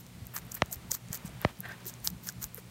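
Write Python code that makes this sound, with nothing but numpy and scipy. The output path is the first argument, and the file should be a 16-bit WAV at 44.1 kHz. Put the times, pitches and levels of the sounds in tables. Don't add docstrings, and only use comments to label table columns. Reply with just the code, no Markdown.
import sys
import numpy as np
from scipy import signal
from scipy.fft import rfft, irfft, next_fast_len
from scipy.io import wavfile
from scipy.ndimage import map_coordinates

SR = 44100
rng = np.random.default_rng(int(sys.argv[2]) if len(sys.argv) > 2 else 0)


def elevation(decibels):
    levels = np.asarray(decibels, float)
    return 10 ** (levels / 20)


def master_out(mix):
    frames = np.transpose(np.atleast_2d(mix))
    ceiling = np.clip(frames, -1, 1)
    pcm = np.round(ceiling * 32767).astype(np.int16)
    wavfile.write(sys.argv[1], SR, pcm)


N = 119070
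TOP_HZ = 15780


def unit(x):
    return x / np.sqrt(np.mean(x ** 2) + 1e-20)


def along(points, hz):
    f, db = np.transpose(points)
    return elevation(np.interp(np.log(hz + 1), np.log(f + 1), db, left=-120))


def wobble(rate_hz):
    knots = rng.standard_normal(int(N * rate_hz / SR) + 4)
    return map_coordinates(knots, [np.arange(N) * rate_hz / SR])


def filtered(x, response):
    m = next_fast_len(x.shape[-1] + 8192)
    spectrum = rfft(x, m) * response(np.fft.rfftfreq(m, 1 / SR))
    return irfft(spectrum, m)[..., :x.shape[-1]]


def ring(f, hz, width_hz):
    return 1j * f * width_hz / (hz * hz - f * f + 1j * f * width_hz)


def noise(spectrum):
    return unit(filtered(rng.standard_normal(N), lambda f: along(spectrum, f)))


def swell(start_s, length_s, rise_s, fall_s):
    t = np.arange(N) / SR - start_s
    ramp = np.minimum(t / rise_s, (length_s - t) / fall_s)
    return np.sin(np.pi / 2 * np.clip(ramp, 0, 1)) ** 2


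# pitch_hz, level_db (rms)
HUM_LINES = [
    (60, -69),
    (119.5, -56.5),
    (179, -60.5),
    (240, -69),
]


def hum():
    t = np.arange(N) / SR
    out = np.zeros(N)
    for pitch_hz, level_db in HUM_LINES:
        level = np.sqrt(2) * elevation(level_db + 4 * wobble(26))
        out += level * np.sin(2 * np.pi * pitch_hz * t + 0.19 * wobble(10.1))
    return out


# time_s, level_db
STIR_LEVEL = [(0.0, -75), (.3, -56), (.45, -53.5), (.65, -52), (.75, -57), (.85, -52), (1.0, -68),
              (1.12, -50), (1.38, -50.5), (1.55, -59), (1.8, -49.5), (2.0, -57), (2.2, -60), (2.7, -62)]
# pitch_hz, level_db
FUR_COLOUR = [(300, -0.5), (700, 2.5), (1700, -0.5), (2400, -2), (3600, -7), (6000, -17), (14000, -19)]


def stirring():
    level_db = np.interp(np.arange(N) / SR, *np.transpose(STIR_LEVEL))
    return elevation(-6 + level_db + 0.91 * wobble(37.8)) * noise(FUR_COLOUR)


# pitch_hz, level_db
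RUMBLE_COLOUR = [(12, -34), (20, -37), (53, 2.5), (90, -1.5), (124, -0.5), (147, 2.5), (182, 1),
                 (600, -29.5), (780, -73), (1320, -120)]


def rumble():
    colour = list(RUMBLE_COLOUR) + [(900, -73)]
    return elevation(-54.5 + 3.4 * wobble(10)) * noise(colour)


# pitch_hz, level_db
HISS_COLOUR = [(180, 5), (300, -0.5), (1330, -7.5), (1600, -10), (2050, -6.5), (2580, -9), (4240, -10),
               (4930, -12), (9000, -13), (15700, -17.5)]


def hiss():
    return elevation(-57 + wobble(6.23) / 2) * noise(HISS_COLOUR)


# start_s, level_db (peak), pitch_hz, length_s
THUMPS = [(.215, -36.5, 92.5, 0.02), (0.759, -40, 75, 0.023), (1.102, -29.5, 137, 0.011),
          (1.246, -31.5, 165, 0.01), (1.35, -40.5, 136, 0.016), (1.588, -38.5, 177, 0.02),
          (2.431, -50, 50.6, 0.045), (0.704, -50, 698, 0.019), (0.915, -43.5, 536, 0.0093),
          (1.856, -43, 398, 0.013), (2.074, -38.5, 131, 0.024), (2.578, -42.5, 483, 0.011),
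          (0.898, -47, 928, 0.011), (0.915, -41, 2080, 0.0039), (0.945, -44.5, 1166, 0.0061),
          (1.288, -50, 658, 0.013), (2.069, -43, 917, 0.0084), (2.288, -38, 1636, 0.0077)]


def thumps():
    out = np.zeros(N)
    for start_s, level_db, pitch_hz, length_s in THUMPS:
        t = np.clip(np.arange(N) / SR - start_s, 0, None)
        cycles = pitch_hz * t * (1.1 - 0.1 * t / length_s)
        shape = swell(start_s, 1.49 * length_s, .5 * length_s, length_s)
        out += elevation(level_db) * shape * np.sin(2 * np.pi * cycles)
    return out


# start_s, level_db, bass_db, treble_tilt_db_per_khz
KNOCKS = [
    (.6196, -9.5, 0, -.3),
    (1.4477, -11, 6, -1.3),
]
# pitch_hz, level_db
KNOCK_COLOUR = [(25, -30), (50, -9), (110, 1), (400, -9), (620, -7), (1200, -4), (2000, -3), (2800, -9),
                (4200, -14), (6000, -18), (11000, -45)]
# pitch_hz, width_hz, depth (share)
DEAD_SPOTS = [
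    [(1550, 450, .92), (2350, 500, .4), (3500, 700, .4), (4580, 500, .93), (5150, 500, .95),
     (6950, 700, .9), (7850, 600, .85)],
    [(1500, 550, .92), (2600, 400, .7), (3500, 600, .93), (4450, 400, .7), (5200, 400, .75),
     (5950, 400, .8), (6650, 500, .9), (7580, 500, .95)],
]


def knocks():
    suspension_hz, bass_hz = 72, 600
    travel_s = .06
    click = np.zeros(N)
    click[0] = 1
    out = np.zeros(N)
    for (start_s, level_db, bass_db, tilt_db), spots in zip(KNOCKS, DEAD_SPOTS):

        def floor(f):
            cancelled = np.prod([1 - depth * ring(f, hz, width_hz) for hz, width_hz, depth in spots], 0)
            return cancelled * (1 + ring(f, 615, 130))

        def arrival(f):
            spring = (ring(f, suspension_hz, suspension_hz) * 1j * f / suspension_hz) ** 2
            delay = 2 * np.pi * (f * start_s + 2 * travel_s * np.sqrt(f))
            return np.exp(1j * np.angle(spring) - 1j * delay)

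        def path(f):
            tone_db = bass_db / (1 + (f / bass_hz) ** 4) + tilt_db * f / 1000
            return along(KNOCK_COLOUR, f) * elevation(tone_db) * floor(f) * arrival(f)

        blow = filtered(click, path)
        out -= elevation(level_db) * blow / np.abs(blow).max()
    return out


# start_s, length_s, level_db, ringing_db
RUBS = [
    (1.39, .15, -48.5, -20),
    (1.615, .155, -49.5, 2.5),
]
# pitch_hz, width_hz, level_db
CASE_RINGS = [
    (1604, 72, 4.5),
    (1830, 92, 4),
]


def rubs():
    def case(f):
        return sum(elevation(level_db) * ring(f, hz, width_hz) for hz, width_hz, level_db in CASE_RINGS)

    rough = noise(FUR_COLOUR) * elevation(2.5 * wobble(120))
    rings = unit(filtered(rough, case))
    out = np.zeros(N)
    for start_s, length_s, level_db, ringing_db in RUBS:
        stroke = swell(start_s, length_s, .3 * length_s, .4 * length_s)
        out += elevation(level_db) * stroke * (rough + elevation(ringing_db) * rings)
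    return out


TOOTH_HZ, TOOTH_WIDTH_HZ = 6320, 2800
LEAF_HZ, LEAF_WIDTH_HZ = 13300, 4200
JAW_HZ, JAW_WIDTH_HZ = 1400, 1200
BREAK_S = .0002
PEAK_S = 1.5 * BREAK_S


def bursts(times, gains, tooth_hz, size=256):
    scatter = .1
    t, f = np.arange(size) / SR / BREAK_S, np.fft.rfftfreq(size, 1 / SR)
    draw = rng.standard_normal((len(times), size + 3))
    spark = rfft(draw[:, 3:] * np.exp(-2 * (t - 1.5) ** 2))
    spark = spark / (np.abs(spark) + 1e-9) ** .7
    leaf_hz = np.minimum(LEAF_HZ * np.exp(scatter ** 2 * draw[:, :1]), TOP_HZ)
    jaw_hz = JAW_HZ * np.exp(scatter * draw[:, 1:2])
    bands = [(tooth_hz[:, None], TOOTH_WIDTH_HZ), (leaf_hz, LEAF_WIDTH_HZ), (jaw_hz, JAW_WIDTH_HZ)]
    rows = 0
    for k, (hz, width_hz) in enumerate(bands):
        part = irfft(spark * ring(f, hz, width_hz) ** 2, size)
        rows = rows + gains[:, k:k + 1] * part / np.abs(part).max(1, keepdims=True)
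    at = np.round(times * SR).astype(int)[:, None] + np.arange(size)
    return np.bincount(at.ravel(), rows.ravel(), N + SR)[:N]


# time_s (of the peak), level_db (peak), pitch_hz
TICKS = [(0.2545, -41.0, 12700.0), (0.3389, -32.0, 14300.0), (0.3498, -28.0, 12700.0),
         (0.4199, -43.0, 4800.0), (0.4512, -40.0, 12400.0), (0.4669, -41.0, 13300.0),
         (0.5168, -34.0, 5700.0), (0.5211, -31.0, 10700.0), (0.5662, -36.0, 14700.0),
         (0.5775, -37.0, 14000.0), (0.7175, -31.0, 12100.0), (0.7263, -25.0, 10300.0),
         (0.7409, -32.0, 14600.0), (0.9089, -29.0, 7000.0), (0.9106, -25.0, 5900.0),
         (0.9125, -24.0, 6500.0), (0.9408, -27.0, 13900.0), (0.9429, -27.0, 7500.0),
         (0.948, -26.0, 14100.0), (0.9562, -31.0, 13600.0), (1.0856, -37.0, 7100.0),
         (1.1182, -35.0, 6100.0), (1.1731, -33.0, 14000.0), (1.2537, -35.0, 9200.0),
         (1.2616, -35.0, 10600.0), (1.2649, -38.0, 6300.0), (1.2785, -34.0, 7400.0),
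         (1.2935, -39.0, 8600.0), (1.5718, -42.0, 5500.0), (1.5892, -38.0, 11900.0),
         (1.6884, -37.0, 12300.0), (1.7216, -36.0, 5100.0), (1.8047, -42.0, 6300.0),
         (1.8464, -38.0, 6300.0), (1.8687, -29.0, 13000.0), (1.883, -31.0, 13000.0), (2.002, -39.0, 9700.0),
         (2.0481, -24.0, 10200.0), (2.0578, -27.0, 14500.0), (2.0617, -28.0, 14600.0),
         (2.2436, -36.0, 14300.0), (2.298, -30.0, 6200.0), (2.2993, -31.0, 6400.0),
         (2.4666, -38.0, 14600.0), (2.5512, -38.0, 12100.0), (2.5577, -35.0, 11700.0),
         (2.5722, -36.0, 10600.0), (2.5736, -36.0, 11200.0), (2.5791, -33.0, 9800.0),
         (2.5987, -41.0, 10600.0)]


def ticks():
    time_s, level_db, pitch_hz = np.transpose(TICKS)
    shares = [1, elevation(-8), 0]
    return bursts(time_s - PEAK_S, elevation(level_db - 2)[:, None] * shares, pitch_hz)


# start_s, length_s, level_db, leaf_db (brightness), jaw_db (body)
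CHEWS = [(-.01, 0.029, -57, 6.5, -3), (0.333, 0.072, -55.5, 9, 1), (0.509, 0.026, -51, 7, -26),
         (0.536, 0.027, -53, 13.5, -5), (0.557, 0.038, -60, 5, 4), (0.713, 0.043, -50.5, 12.5, -5.5),
         (0.899, 0.046, -48, 3, -9), (0.936, 0.045, -49.5, 7, -6), (1.12, 0.054, -52.5, 9.5, -1),
         (1.243, 0.05, -57.5, 0, -3), (1.855, 0.065, -52, 3.5, -12), (2.038, 0.065, -46.5, 7, -7),
         (2.226, 0.05, -62.5, 6, -27), (2.263, 0.053, -50.5, 5.5, -2.5), (2.41, 0.056, -50.5, 7, -2),
         (2.564, 0.044, -63.5, 10.5, 0)]


def jaw_strokes(band):
    lead_s = 0.03
    out = np.zeros(N)
    for start_s, length_s, level_db, leaf_db, jaw_db in CHEWS:
        bite = swell(start_s, length_s, .012, .6 * length_s)
        around = swell(start_s - lead_s, length_s + 2 * lead_s, lead_s, 2 * lead_s)
        out += elevation(level_db + [0, leaf_db, jaw_db][band]) * (bite + 0.12 * around)
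    return out


def crunch():
    per_s, spread_db = 1400, 2.3
    draw = rng.random((int(per_s * N / SR), 6))
    times = (np.arange(len(draw)) + 4 * draw[:, 0]) / per_s
    size = elevation(-spread_db * np.log(draw[:, 1:2] + 1 / 50) + 8 * draw[:, 2:5])
    tooth_hz = TOOTH_HZ * (0.74 + 0.57 * draw[:, 5])
    clumps_db = 2.5 * wobble(70)
    bands = [(TOOTH_HZ, TOOTH_WIDTH_HZ), (LEAF_HZ, LEAF_WIDTH_HZ), (JAW_HZ, JAW_WIDTH_HZ)]
    out = np.zeros(N)
    for k, (hz, width_hz) in enumerate(bands):
        crackle = unit(bursts(times, size * (np.arange(3) == k), tooth_hz))
        crush = unit(filtered(rng.standard_normal(N), lambda f: ring(f, hz, 3 * width_hz) ** 2))
        crush = crush * elevation(-6 + 2.5 * wobble(180))
        out += jaw_strokes(k) * elevation(clumps_db + 3.03 * wobble(50)) * (crackle + crush)
    return out


# time_s (of the peak), tooth_db (peak), leaf_db and jaw_db (over tooth), pitch_hz (tooth)
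EARLY_SNAPS = [(0.0657, -40.0, -2.0, -16.0, 6600.0), (0.269, -34.0, 5.0, -33.0, 7500.0),
               (0.3652, -22.0, -3.0, -9.0, 6300.0), (0.367, -32.0, -1.0, -7.0, 7800.0),
               (0.3789, -30.0, 3.0, -6.0, 7800.0), (0.3865, -30.0, -2.0, -16.0, 7100.0),
               (0.5192, -25.0, -12.0, -31.0, 6900.0), (0.5224, -33.0, -5.0, -41.0, 8100.0),
               (0.5437, -33.0, 5.0, -37.0, 8200.0), (0.5497, -29.0, 7.0, -18.0, 8100.0),
               (0.5516, -31.0, 6.0, -21.0, 7200.0), (0.6598, -38.0, 1.0, -20.0, 7100.0),
               (0.7131, -35.0, -5.0, -36.0, 7200.0), (0.7284, -21.0, -1.0, -28.0, 7200.0),
               (0.7348, -31.0, 8.0, -21.0, 7600.0), (0.7434, -35.0, 7.0, -20.0, 7100.0),
               (0.7582, -41.0, 11.0, -12.0, 7300.0), (0.9156, -15.0, -5.0, -23.0, 6400.0),
               (0.9176, -11.0, -6.0, -30.0, 6700.0), (0.9501, -23.0, 4.0, -15.0, 7600.0),
               (1.13, -21.0, -3.0, -34.0, 6900.0), (1.132, -31.0, 5.0, -40.0, 7100.0)]
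LATE_SNAPS = [(1.1454, -25.0, 2.0, -18.0, 6800.0), (1.1525, -32.0, -4.0, -15.0, 6500.0),
              (1.1744, -34.0, -4.0, -24.0, 7000.0), (1.2589, -35.0, 1.0, -17.0, 8500.0),
              (1.4159, -39.0, 16.0, -28.0, 8100.0), (1.6051, -39.0, 18.0, -38.0, 7200.0),
              (1.8555, -35.0, 4.0, -9.0, 6500.0), (1.8971, -36.0, 5.0, -24.0, 6400.0),
              (1.9393, -32.0, -11.0, -26.0, 6600.0), (2.0463, -26.0, -1.0, -41.0, 7200.0),
              (2.0512, -31.0, 6.0, -22.0, 7100.0), (2.0741, -11.0, -4.0, -21.0, 4800.0),
              (2.1016, -38.0, 7.0, -36.0, 6500.0), (2.1037, -36.0, 5.0, -29.0, 7000.0),
              (2.2367, -50.0, 17.0, -28.0, 6900.0), (2.2724, -36.0, 8.0, -36.0, 6400.0),
              (2.2889, -17.0, -12.0, -20.0, 5700.0), (2.3242, -42.0, 4.0, -36.0, 6200.0),
              (2.4285, -25.0, 2.0, -19.0, 7100.0), (2.4415, -21.0, -0.0, -18.0, 6600.0),
              (2.5456, -35.0, 13.0, -42.0, 8200.0), (2.5632, -48.0, 15.0, -18.0, 6700.0)]


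def snaps():
    time_s, tooth_db, leaf_db, jaw_db, pitch_hz = np.vstack([EARLY_SNAPS, LATE_SNAPS]).T
    peaks_db = np.array([tooth_db, tooth_db + leaf_db, tooth_db + jaw_db]).T
    return bursts(time_s - PEAK_S, elevation(1 + peaks_db), pitch_hz)


def room(x):
    t = np.arange(SR // 5) / SR
    tail = rng.standard_normal(len(t)) * elevation(-60 * t / .06)
    return elevation(-23) * signal.fftconvolve(x, tail / np.linalg.norm(tail))[:N]


def scene():
    near = snaps() + crunch() + rubs() + ticks()
    borne = knocks() + thumps()
    wet = room(near + borne / 2)
    background = hum() + stirring() + rumble() + hiss()
    return (near + borne + wet + background)[None]


def low_pass(x):
    return signal.sosfilt(signal.butter(12, 16830, fs=SR, output="sos"), x)


def record(dry):
    def colouring(f):
        top = np.where(f < TOP_HZ, 1, elevation(-31) * (f < 16850))
        return top * (1 - .3 * ring(f, 10600, 1100))

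    return low_pass(filtered(dry, colouring))


dry = scene()
out = record(dry)
master_out(out)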